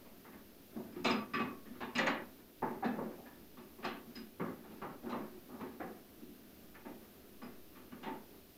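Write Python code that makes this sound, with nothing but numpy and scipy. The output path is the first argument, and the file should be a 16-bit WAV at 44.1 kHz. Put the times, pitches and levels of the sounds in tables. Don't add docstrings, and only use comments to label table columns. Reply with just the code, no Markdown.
import sys
import numpy as np
from scipy import signal
from scipy.fft import rfft, irfft, next_fast_len
from scipy.io import wavfile
from scipy.ndimage import map_coordinates

SR = 44100
rng = np.random.default_rng(int(sys.argv[2]) if len(sys.argv) > 2 else 0)


def unload_wav(signal):
    wavfile.write(
        sys.argv[1],
        SR,
        np.round(np.clip(np.atleast_2d(signal).T, -1, 1) * 32767).astype(np.int16),
    )


N = 377964
SIZE = 2 ** 15

# frequency in Hz, t60 in seconds.
GARAGE_T60 = [(150, 0.55), (400, 0.65), (1000, 0.44), (2500, 0.42), (5000, 0.27), (9000, 0.15)]
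# frequency in Hz, relative spectral density in dB.
RUMBLE_SPECTRUM = [(1, 21), (4, 10), (10, -7), (30, -10), (60, 1.5), (110, -4), (170, -29), (300, -120)]
SHUFFLE_SPECTRUM = [(65, -45), (110, -18), (176, -6), (206, -1.5), (293, -2.5), (396, -4.5), (451, -11.5),
                    (914, -20), (1520, -20.5), (2110, -26), (2500, -30.5), (3250, -59), (5500, -120)]
HISS_SPECTRUM = [(410, -1), (700, -3.5), (944, -25.5), (2670, -9), (5060, -12), (8080, -19), (13900, -6.5),
                 (14900, -7), (15700, -18)]
# frequency in Hz, relative level in dB, t60 in seconds.
PIN_MODES = [(4980, -6.5, 0.26), (5020, -8.5, 0.2), (5060, 1.5, 0.089)]
BAR_MODES = [(1156, 0.5, 0.34), (1104, -20, 0.8), (2530, -8, 0.3)]
CATCH_MODES = [(5850, -13, 0.11), (6600, -12, 0.058), (6570, 2, 0.026), (6740, -15, 0.22), (7100, -18, 0.2),
               (8670, -18, 0.09)]
# start in seconds, gain in dB.
PIN_HITS = [(0.9238, -66), (1.0425, -44), (1.1074, -39.5), (1.3379, -46.5), (1.953, -47.5), (1.9824, -49),
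            (3.8452, -52), (4.156, -45.5), (7.43, -62)]
BAR_HITS = [(1.0425, -45), (1.1894, -46.5), (1.3387, -34.5), (1.3924, -35.5), (2.0685, -48), (3.5717, -62),
            (3.8457, -41.5), (7.43, -57.5)]
CATCH_HITS = [(1.0434, -41), (1.953, -61), (1.9812, -39), (2.0683, -44)]
# frequency in Hz, width in Hz, relative level in dB.
FRAME_MODES = [(168, 19.5, 3.5), (214.2, 9.2, 11.5), (245.3, 14.3, 9.5), (285, 11.5, 0.5), (362.7, 19.3, 5),
               (498, 33, -6.5), (548.5, 40, -6), (670.5, 43, -9), (776, 32, -3), (896, 28, -0.5),
               (965, 19, -5.5), (1102, 55, -3.5), (1236, 125, -4.5), (1530, 40, -9.5), (1658, 21, -5.5),
               (1770, 37, -8), (1920, 17, -7.5), (2073, 58, -11), (2190, 63, -10), (2440, 68, -7.5),
               (2610, 13, 0), (2848, 56, -4), (3235, 72, -11.5), (3600, 51, -5.5), (4030, 44, -4.5),
               (4250, 31, -6), (4620, 56, -14)]
# start in seconds, relative clank level in dB, then low thud, mid body
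# and hard edge in dB over the clank, and the struck member's frequency in Hz.
FRAME_BLOWS = [(0.05, -59.5, 6, 5, -16, 2210), (0.2461, -48, -4, -8.5, -26, 910),
               (0.327, -52.5, 2, -2, -18, 2090), (0.7596, -57, 22, 7.5, -24, 660),
               (0.7846, -58, 11, 3.5, -17, 1010), (0.9225, -52, -9, -12, -18, 880),
               (0.9582, -50, 11, -8, -10, 850), (1.0471, -30.5, -4.5, -0.5, -2.5, 2370),
               (1.095, -33.5, 1, -7, -4, 1030), (1.3364, -25.5, -9.5, -23, -14, 1170),
               (1.3938, -35, -1, -5, -11, 1120), (1.6576, -53.5, 6.5, -5, -13, 1750),
               (1.7403, -49.5, -2, -13, -23, 1330), (1.8063, -37, -7, -4, -10.5, 910),
               (1.9523, -34, -5, -10.5, -3.5, 2320), (1.9829, -26.5, -7.5, -4.5, -8, 1900),
               (2.064, -25.5, -13.5, -5, -10, 1800), (2.6219, -33, -1.5, 1.5, -34.5, 890),
               (2.8253, -35.5, -3.5, 4.5, -36, 760), (2.8425, -39.5, 7, -5, -7.5, 1690),
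               (2.9408, -58, 11, 13, -26, 850), (2.9823, -49, 14.5, 13.5, -22, 1060),
               (3.1775, -68.5, 17.5, 16.5, -12, 700), (3.258, -54, -3.5, -1, -10, 1690),
               (3.5722, -53.5, 1.5, -2.5, -8, 1080), (3.782, -59, 9, 2, -6, 721),
               (3.8282, -38.5, -2.5, -19, -14, 890), (3.844, -31, -13, -9, -8.5, 700),
               (4.06, -69, 13, 3, -9, 250), (4.1538, -50.5, 1, -8, -0.5, 1660),
               (4.3982, -35.5, 3, 0, -26, 1170), (4.6373, -57, 3, 3.5, -8, 1530),
               (4.7043, -55, 5, -7, -6, 810), (4.8175, -40, -1, 2.5, -17.5, 1340),
               (5.0288, -57, 15, 6, -21, 720), (5.058, -48.5, 5.5, 2, -16, 1400),
               (5.0935, -47.5, -12, 4, -4, 890), (5.1208, -40, 4.5, 4.5, -16, 1060),
               (5.2367, -53, -1, -4, -31, 1010), (5.335, -68, 12, 4, -10, 370),
               (5.491, -61, 11, 11, -16, 1170), (5.535, -55, 8, 6, -26, 890),
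               (5.601, -42.5, 1.5, -3.5, -14.5, 935), (5.6328, -51.5, 5, 2, -25, 380),
               (5.7176, -70, 18, 4, -10, 840), (5.8003, -38.5, 0, -3, -26, 730),
               (6.2165, -67.5, 17, -7, -3, 312), (6.2877, -67.5, 14.5, -8, -10, 302),
               (6.7448, -47.5, -14, -9, -18, 850), (6.851, -47.5, 6, -2.5, -15.5, 732),
               (7.4176, -44.5, -0.5, -8.5, -15, 740), (7.7519, -52, -1, -8, -9, 1180),
               (7.9157, -52, 5.5, -2.5, -12, 1560), (8.0307, -39.5, -17, -8, -10.5, 820),
               (8.0601, -41, -1, 1, -15, 910)]

RUMBLE_DB, SHUFFLE_DB, HISS_DB = -63, -61, -63
SETTLE_DB, SETTLE_RISE_S, SETTLE_T60_S = -9, 0.048, 0.86
BOOM_SHARE, BOOM_DB = 0.76, -16.5
MEMBER_SPREAD = 0.13
BAND_LIMIT_HZ = 15820


def amp(db):
    return 10 ** (np.asarray(db) / 20)


def along(points, hz):
    point_hz, values = np.transpose(points)
    return np.interp(np.log(hz + 1), np.log(point_hz + 1), values)


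def minimum_phase(gain):
    cepstrum = irfft(np.log(gain + 1e-6))
    half = len(cepstrum) // 2
    cepstrum[1:half] *= 2
    cepstrum[half + 1:] = 0
    return np.exp(rfft(cepstrum))


def noise(spectrum):
    size = next_fast_len(N)
    colour = amp(along(spectrum, np.fft.rfftfreq(size, 1 / SR)))
    x = irfft(rfft(rng.standard_normal(size)) * colour, size)[:N]
    return x / np.sqrt(np.mean(x ** 2) + 1e-20)


def drift(step_samples):
    return map_coordinates(rng.standard_normal(N // step_samples + 4), [np.arange(N) / step_samples])


def rumble():
    return amp(RUMBLE_DB) * noise(RUMBLE_SPECTRUM)


def garage(direct_db, build_s, knee_s):
    hz, frame_s, bands = signal.stft(rng.standard_normal(SIZE // 2), SR, nperseg=256)
    age = frame_s + 0.91 * np.maximum(frame_s - knee_s, 0)
    decay = amp(-60 * age / along(GARAGE_T60, hz)[:, None])
    tail = signal.istft(bands * decay, SR, nperseg=256)[1]
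    t = np.arange(len(tail)) / SR
    near_walls = 1 + 0.17 * np.exp(-t / 0.016)
    tail = tail * (1 - np.exp(-t / build_s)) * near_walls
    tail /= np.linalg.norm(tail)
    tail[0] = amp(direct_db)
    return rfft(tail, SIZE)


def shuffle_and_settle():
    t = np.arange(N) / SR
    power = np.full(N, amp(SHUFFLE_DB) ** 2)
    for start, clank_db, thud_db, body_db, *_ in FRAME_BLOWS:
        age = np.maximum(t - start, 0)
        settle_db = clank_db + (thud_db + body_db) / 2 + SETTLE_DB - 60 * age / SETTLE_T60_S
        power += (amp(settle_db) * (1 - np.exp(-age / SETTLE_RISE_S))) ** 2
    flutter_db = 2.1 * drift(step_samples=2000)
    return np.sqrt(power) * amp(flutter_db) * noise(SHUFFLE_SPECTRUM)


def loose_parts():
    out, t = np.zeros(N + SIZE), np.arange(SIZE) / SR
    attack = 1 - np.exp(-t / 0.00066)
    for modes, hits in ((PIN_MODES, PIN_HITS), (BAR_MODES, BAR_HITS), (CATCH_MODES, CATCH_HITS)):
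        for start, hit_db in hits:
            waver_db = 2.5 * map_coordinates(rng.standard_normal(64), [t * 60])
            ring = sum(amp(db - 60 * t / t60) * np.sin(2 * np.pi * (hz * t + rng.random()))
                       for hz, db, t60 in modes)
            out[round(start * SR):][:SIZE] += amp(hit_db + waver_db) * attack * ring
    return out[:N]


def frame_resonance(hz, scatter_db):
    centre, width, db = np.transpose(FRAME_MODES)[:, :, None]
    sign = (-1) ** np.arange(len(FRAME_MODES))[:, None]
    gain = sign * amp(db + scatter_db * rng.standard_normal(db.shape))
    damping = 1j * hz * width
    return np.abs(np.sum(gain * damping / (centre ** 2 - hz ** 2 + damping), axis=0))


def lift():
    out, hz = np.zeros(N + SIZE), np.fft.rfftfreq(SIZE, 1 / SR)
    for start, clank_db, thud_db, body_db, edge_db, member_hz in FRAME_BLOWS:
        boom_db = BOOM_SHARE * thud_db + BOOM_DB
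        contact = [(30, boom_db - 32), (55, boom_db + 7), (95, boom_db + 21),
                   (160, thud_db), (300, thud_db + 8), (750, body_db + 5), (1900, 0),
                   (3800, edge_db), (7500, 1.83 * edge_db - 5.5), (11000, 1.5 * edge_db - 26)]
        member_db = 7 * np.exp(-(np.log((hz + 1) / member_hz) / MEMBER_SPREAD) ** 2)
        ringing = amp(0.25 * edge_db) * frame_resonance(hz, scatter_db=3.5)
        frame = minimum_phase(amp(along(contact, hz) + member_db) * (amp(-12.5) + ringing))
        at_mic = irfft(frame * garage(direct_db=-14.5, build_s=0.0042, knee_s=0.14), SIZE)
        out[round(start * SR):][:SIZE] += amp(clank_db + 37.5) * at_mic
    return out[:N]


def scene():
    return (lift() + loose_parts() + shuffle_and_settle() + rumble())[None]


def record(dry):
    size = next_fast_len(N)
    hiss = amp(HISS_DB + 0.5 * drift(step_samples=5000)) * noise(HISS_SPECTRUM)
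    passband = np.fft.rfftfreq(size, 1 / SR) < BAND_LIMIT_HZ
    return irfft(rfft(dry + hiss, size) * passband, size)[:, :N]


dry = scene()
out = record(dry)
unload_wav(out)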